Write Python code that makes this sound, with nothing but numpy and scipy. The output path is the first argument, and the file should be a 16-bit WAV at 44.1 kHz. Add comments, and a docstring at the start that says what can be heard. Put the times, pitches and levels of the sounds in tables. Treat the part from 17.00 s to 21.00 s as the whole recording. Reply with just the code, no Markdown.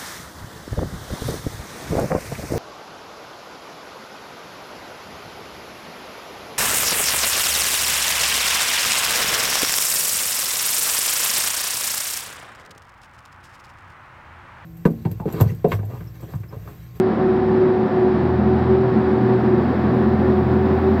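"""An ice resurfacer drives along the boards of an empty indoor rink. From the start its engine booms in
the muffler and a hydraulic pump drones over it, both smeared by the hall, while blade, augers and fan
make a steady rush. After a second the engine takes up load and turns faster, and the auger's hum grows.
To the end the low tones swell and fade as the machine moves through its echoes, and its hiss nears."""
import sys
import numpy as np
from scipy import signal
from scipy.fft import rfft, irfft
from scipy.io import wavfile
from scipy.ndimage import uniform_filter1d

SR = 44100
rng = np.random.default_rng(int(sys.argv[2]) if len(sys.argv) > 2 else 0)


def wav_out(sig):
    """Save sig, one row per channel (or a flat mono array), as 16-bit PCM at SR to the path in sys.argv[1]."""
    wavfile.write(sys.argv[1], SR, np.round(np.clip(np.atleast_2d(sig).T, -1, 1) * 32767).astype(np.int16))


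N = 176400

# engine speed: time_s, turns_per_s
SHAFT_SPEED = [(0, 36.8), (0.5, 35.53), (0.9, 35.68), (1.08, 41.0), (1.4, 41.03), (1.7, 41.98),
               (2.1, 40.89), (2.55, 40.5), (3.1, 42.15), (3.5, 41.9), (4, 41.63)]
# pitch of the pump's drone: time_s, pitch_hz
PUMP_PITCH = [(0, 376), (0.3, 373.9), (0.8, 371.5), (1.15, 369.5), (1.5, 373), (1.8, 379.3), (2.05, 374.5),
              (2.3, 376.2), (2.7, 368.3), (3.05, 378.3), (3.4, 371.8), (3.8, 382.0), (4, 379.3)]


def undb(db):
    """Amplitude ratio for a level in decibels."""
    return 10 ** (np.asarray(db) / 20)


def level(x, db=0):
    """Normalisation to a given rms level."""
    return x * undb(db) / np.sqrt(np.mean(x ** 2))


def even(x, seconds):
    """Division by the running rms removes swells slower than the given time."""
    return x / np.sqrt(uniform_filter1d(x * x, int(seconds * SR)) + 1e-9)


def curve(table):
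    """Linear interpolation between rows of time_s, value."""
    return np.interp(np.arange(N) / SR, *np.array(table, float).T)


def wander(rate_hz):
    """Smoothed random steps: a slow fluctuation with a spread near 1."""
    step = int(SR / rate_hz)
    held = np.repeat(rng.standard_normal(400), step)[:N]
    return 1.3 * uniform_filter1d(uniform_filter1d(held, step), step)


def noise(spectrum):
    """Spectral shaping: white noise coloured by rows of frequency_hz, relative_db, at rms 1."""
    hz, db = np.array(spectrum, float).T
    f = np.maximum(np.fft.rfftfreq(N, 1 / SR), 1)
    gain = undb(np.interp(np.log(f), np.log(hz), db))
    return level(irfft(rfft(rng.standard_normal(N)) * gain, N))


def resonate(x, modes):
    """Parallel resonances: each passes a steep-sided band, and their powers add."""
    f = np.maximum(np.fft.rfftfreq(N, 1 / SR), 1)
    power = sum(undb(db) ** 2 / (1 + ((f * f - hz * hz) / (f * width)) ** 2) ** 2
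                for hz, width, db in modes)
    return irfft(rfft(x) * np.sqrt(power), N)


def hall(x, t60_s=2.9):
    """Reverberation: the rink's diffuse echo decays exponentially and already rings at the start."""
    tail = rng.standard_normal(N) * undb(-60 * np.arange(N) / SR / t60_s)
    return level(signal.fftconvolve(np.r_[x[::-1], x], tail)[N:2 * N])


def engine():
    """Harmonics of rotation: deep tones at two and three times the shaft rate, plus the muffler's boom."""
    # swell of the firing tone and of the third harmonic: time_s, relative_db
    firing_level = [(0.0, -58), (0.07, -42.5), (0.5, -36.5), (0.79, -51.5), (1.28, -27.5), (1.73, -26),
                    (1.86, -39), (1.98, -33), (2.07, -29.5), (2.27, -46), (2.47, -34.5), (2.86, -28),
                    (2.97, -39), (3.05, -27), (3.95, -24.5), (4.0, -28)]
    third_level = [(0.0, -32.5), (0.29, -34.5), (0.48, -29), (0.76, -35.5), (1.51, -24), (1.76, -26),
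                   (1.84, -23), (2.1, -29), (2.24, -20), (2.75, -28), (2.92, -23), (3.2, -31), (3.29, -24),
                   (3.36, -31), (3.45, -20.5), (3.9, -41), (4.0, -29)]
    turns = np.cumsum(curve(SHAFT_SPEED) * (1 + .003 * wander(12))) / SR
    firing = undb(curve(firing_level) + 1) * np.sin(4 * np.pi * turns)
    third = undb(curve(third_level) - .8) * np.sin(6 * np.pi * turns)
    return np.sqrt(2) * (firing + third) + muffler_boom(turns)


def muffler_boom(turns, scatter_db=2.5, direct_gain=.6):
    """Forced resonance: uneven exhaust pulses ring the muffler, echo and beat with the auger's hum."""
    # muffler resonances: centre_hz, width_hz, relative_db
    muffler_modes = [(142, 12, -8), (179.2, 16, -3.5), (215.4, 36, 3.5), (242, 13, -5.5), (290, 25, -15),
                     (335, 52, -12.5), (520, 66, -19.5)]
    # swell of the boom: time_s, relative_db
    boom_level = [(0.0, -22.5), (0.08, -29.5), (0.11, -20), (0.29, -28), (0.54, -25), (0.77, -28),
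                  (0.82, -24.5), (1.0, -32), (1.05, -20.5), (1.28, -33.5), (1.43, -16.5), (1.7, -26.5),
                  (1.73, -18.5), (1.88, -27.5), (1.96, -16.5), (2.04, -22.5), (2.19, -23), (2.22, -14.5),
                  (2.26, -23), (2.67, -19.5), (2.83, -26.5), (2.86, -19.5), (3.55, -22.5), (3.58, -19),
                  (3.82, -24), (4.0, -20)]
    onsets = np.flatnonzero(np.diff(np.floor(turns)))  # one pulse per turn
    pulses = np.zeros(N)
    pulses[onsets] = undb(scatter_db * rng.standard_normal(400)[:len(onsets)])
    pipe = level(resonate(pulses, muffler_modes))
    hum = auger_hum()
    exhaust = even(direct_gain * pipe + hall(pipe), seconds=.42)
    return even(exhaust + hum, seconds=.25) * undb(curve(boom_level) - .5)


def auger_hum(pump_ratio=.584, slow_engine_db=-7):
    """Rotational tone: the auger drive follows the pump's pitch, weaker while the engine turns slowly."""
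    pitch_hz = pump_ratio * curve(PUMP_PITCH) * (1 + .012 * wander(14))
    hum = level(np.sin(2 * np.pi * np.cumsum(pitch_hz) / SR), db=-2)
    speed = curve(SHAFT_SPEED)
    slowness = (speed.max() - speed) / np.ptp(speed)
    return hum * undb(slow_engine_db * slowness)


def pump(flutter=.006):
    """Interference: the pump's drone, its octave and weaker whines each beat with a fluttering echo."""
    # swell of the drone, its octave and the whine just under its pitch: time_s, relative_db
    drone_level = [(0.0, -16), (0.09, -19.5), (0.14, -41), (0.21, -21), (0.29, -17), (0.44, -21.5),
                   (0.63, -15), (0.86, -22), (0.89, -35), (0.95, -20), (1.06, -16), (1.2, -24.5),
                   (1.39, -22), (1.41, -34), (1.49, -17), (1.66, -27.5), (1.71, -15), (1.92, -22),
                   (2.16, -20.5), (2.23, -27.5), (2.25, -19), (2.37, -17), (2.41, -33), (2.49, -17),
                   (2.74, -33), (2.99, -22), (3.15, -24), (3.17, -34.5), (3.26, -20), (3.4, -20),
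                   (3.45, -34), (3.49, -22), (3.75, -19.5), (3.79, -28), (3.88, -16.5), (4.0, -30)]
    octave_level = [(0.0, -40), (0.18, -37), (0.21, -27), (0.33, -40), (0.39, -30), (0.7, -45), (0.72, -31),
                    (0.89, -39), (0.92, -30), (1.07, -31), (1.12, -41), (1.48, -32), (1.77, -35),
                    (2.46, -31), (2.47, -36), (2.78, -36), (2.85, -30), (2.9, -44), (2.95, -27), (3.0, -39),
                    (3.12, -31), (3.3, -41), (3.36, -30), (3.54, -41), (3.59, -31), (3.69, -41),
                    (3.89, -32), (4.0, -42)]
    undertone_level = [(0.0, -24.5), (0.18, -36), (0.29, -26), (2.45, -29.5), (2.54, -20.5), (2.72, -33),
                       (3.09, -26.5), (4.0, -33.5)]
    # whines of the drive that follow the pump: pitch_ratio, level_db
    drive_whines = [(1.4, -41), (1.862, -45), (3.03, -45)]
    pitch_hz = curve(PUMP_PITCH)
    phase = 2 * np.pi * np.cumsum(pitch_hz) / SR
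    echo_phase = 2 * np.pi * np.cumsum(pitch_hz * (1 + flutter * wander(25))) / SR

    def partial(ratio, echo_gain, even_s):
        """Superposition of one direct tone and its echo, held near rms 1."""
        direct = level(np.sin(ratio * phase))
        echo = echo_gain * hall(np.sin(ratio * echo_phase))
        return even(direct + echo, even_s)

    drone = partial(1, echo_gain=.3, even_s=.1) * undb(curve(drone_level) + .5)
    drone += partial(2, echo_gain=1.1, even_s=.08) * undb(curve(octave_level) - .63)
    drone += partial(.94, echo_gain=1.2, even_s=.3) * undb(curve(undertone_level) - 2.5)
    for ratio, db in drive_whines:
        drone += partial(ratio, echo_gain=2.5, even_s=.79) * undb(db)
    return drone


def rush(rise_db_per_s=.34, hiss_rise_db_per_s=3.4, flicker_db=.48):
    """Broadband noise of blade, augers and fan, with ringing metal and hiss, grows as distance shrinks."""
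    # spectral density of the rush and of the thin high hiss: frequency_hz, relative_db
    rush_spectrum = [(25, -30), (52, -24.5), (85, -11.5), (140, -1.5), (240, 2.5), (330, -3.5), (430, -6.5),
                     (600, -10.5), (780, -10), (1100, -15.5), (1400, -19), (1750, -21), (2200, -28.5),
                     (2800, -35.5), (3800, -38), (4700, -43.5), (5400, -46.5), (6100, -60), (7100, -59),
                     (8300, -63), (9200, -66), (16000, -71.5)]
    hiss_spectrum = [(3000, -35.5), (7000, -8.5), (9300, -16), (10500, -13), (12000, -17), (13500, -5),
                     (15500, 0), (16000, -5.5)]
    # faint resonances of the machine's metal parts: centre_hz, width_hz, relative_db
    metal_modes = [(702, 75, 0.5), (990, 70, -3.5), (1410, 70, -8.5), (1762, 180, -9.5), (2585, 110, -20),
                   (3870, 160, -24.5), (4650, 220, -28.5), (7140, 120, -42), (8250, 160, -46)]
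    t = np.arange(N) / SR
    from_middle_s = t - t.mean()
    broad = noise(rush_spectrum) * undb(-22)
    metal = level(resonate(rng.standard_normal(N), metal_modes), db=-41)
    swell = undb(rise_db_per_s * from_middle_s + flicker_db * wander(14))
    hiss = noise(hiss_spectrum) * undb(-69.5 + hiss_rise_db_per_s * from_middle_s)
    return (broad + metal) * swell + hiss


def scene():
    """Superposition: the machine's sounds add in one channel, heard from the middle of the ice."""
    return (engine() + pump() + rush())[None]


def record(dry, cutoff_hz=15700):
    """A steep low-pass filter removes the highest treble."""
    return signal.sosfilt(signal.ellip(10, .1, 80, cutoff_hz, fs=SR, output="sos"), dry)


dry = scene()
out = record(dry)
wav_out(out)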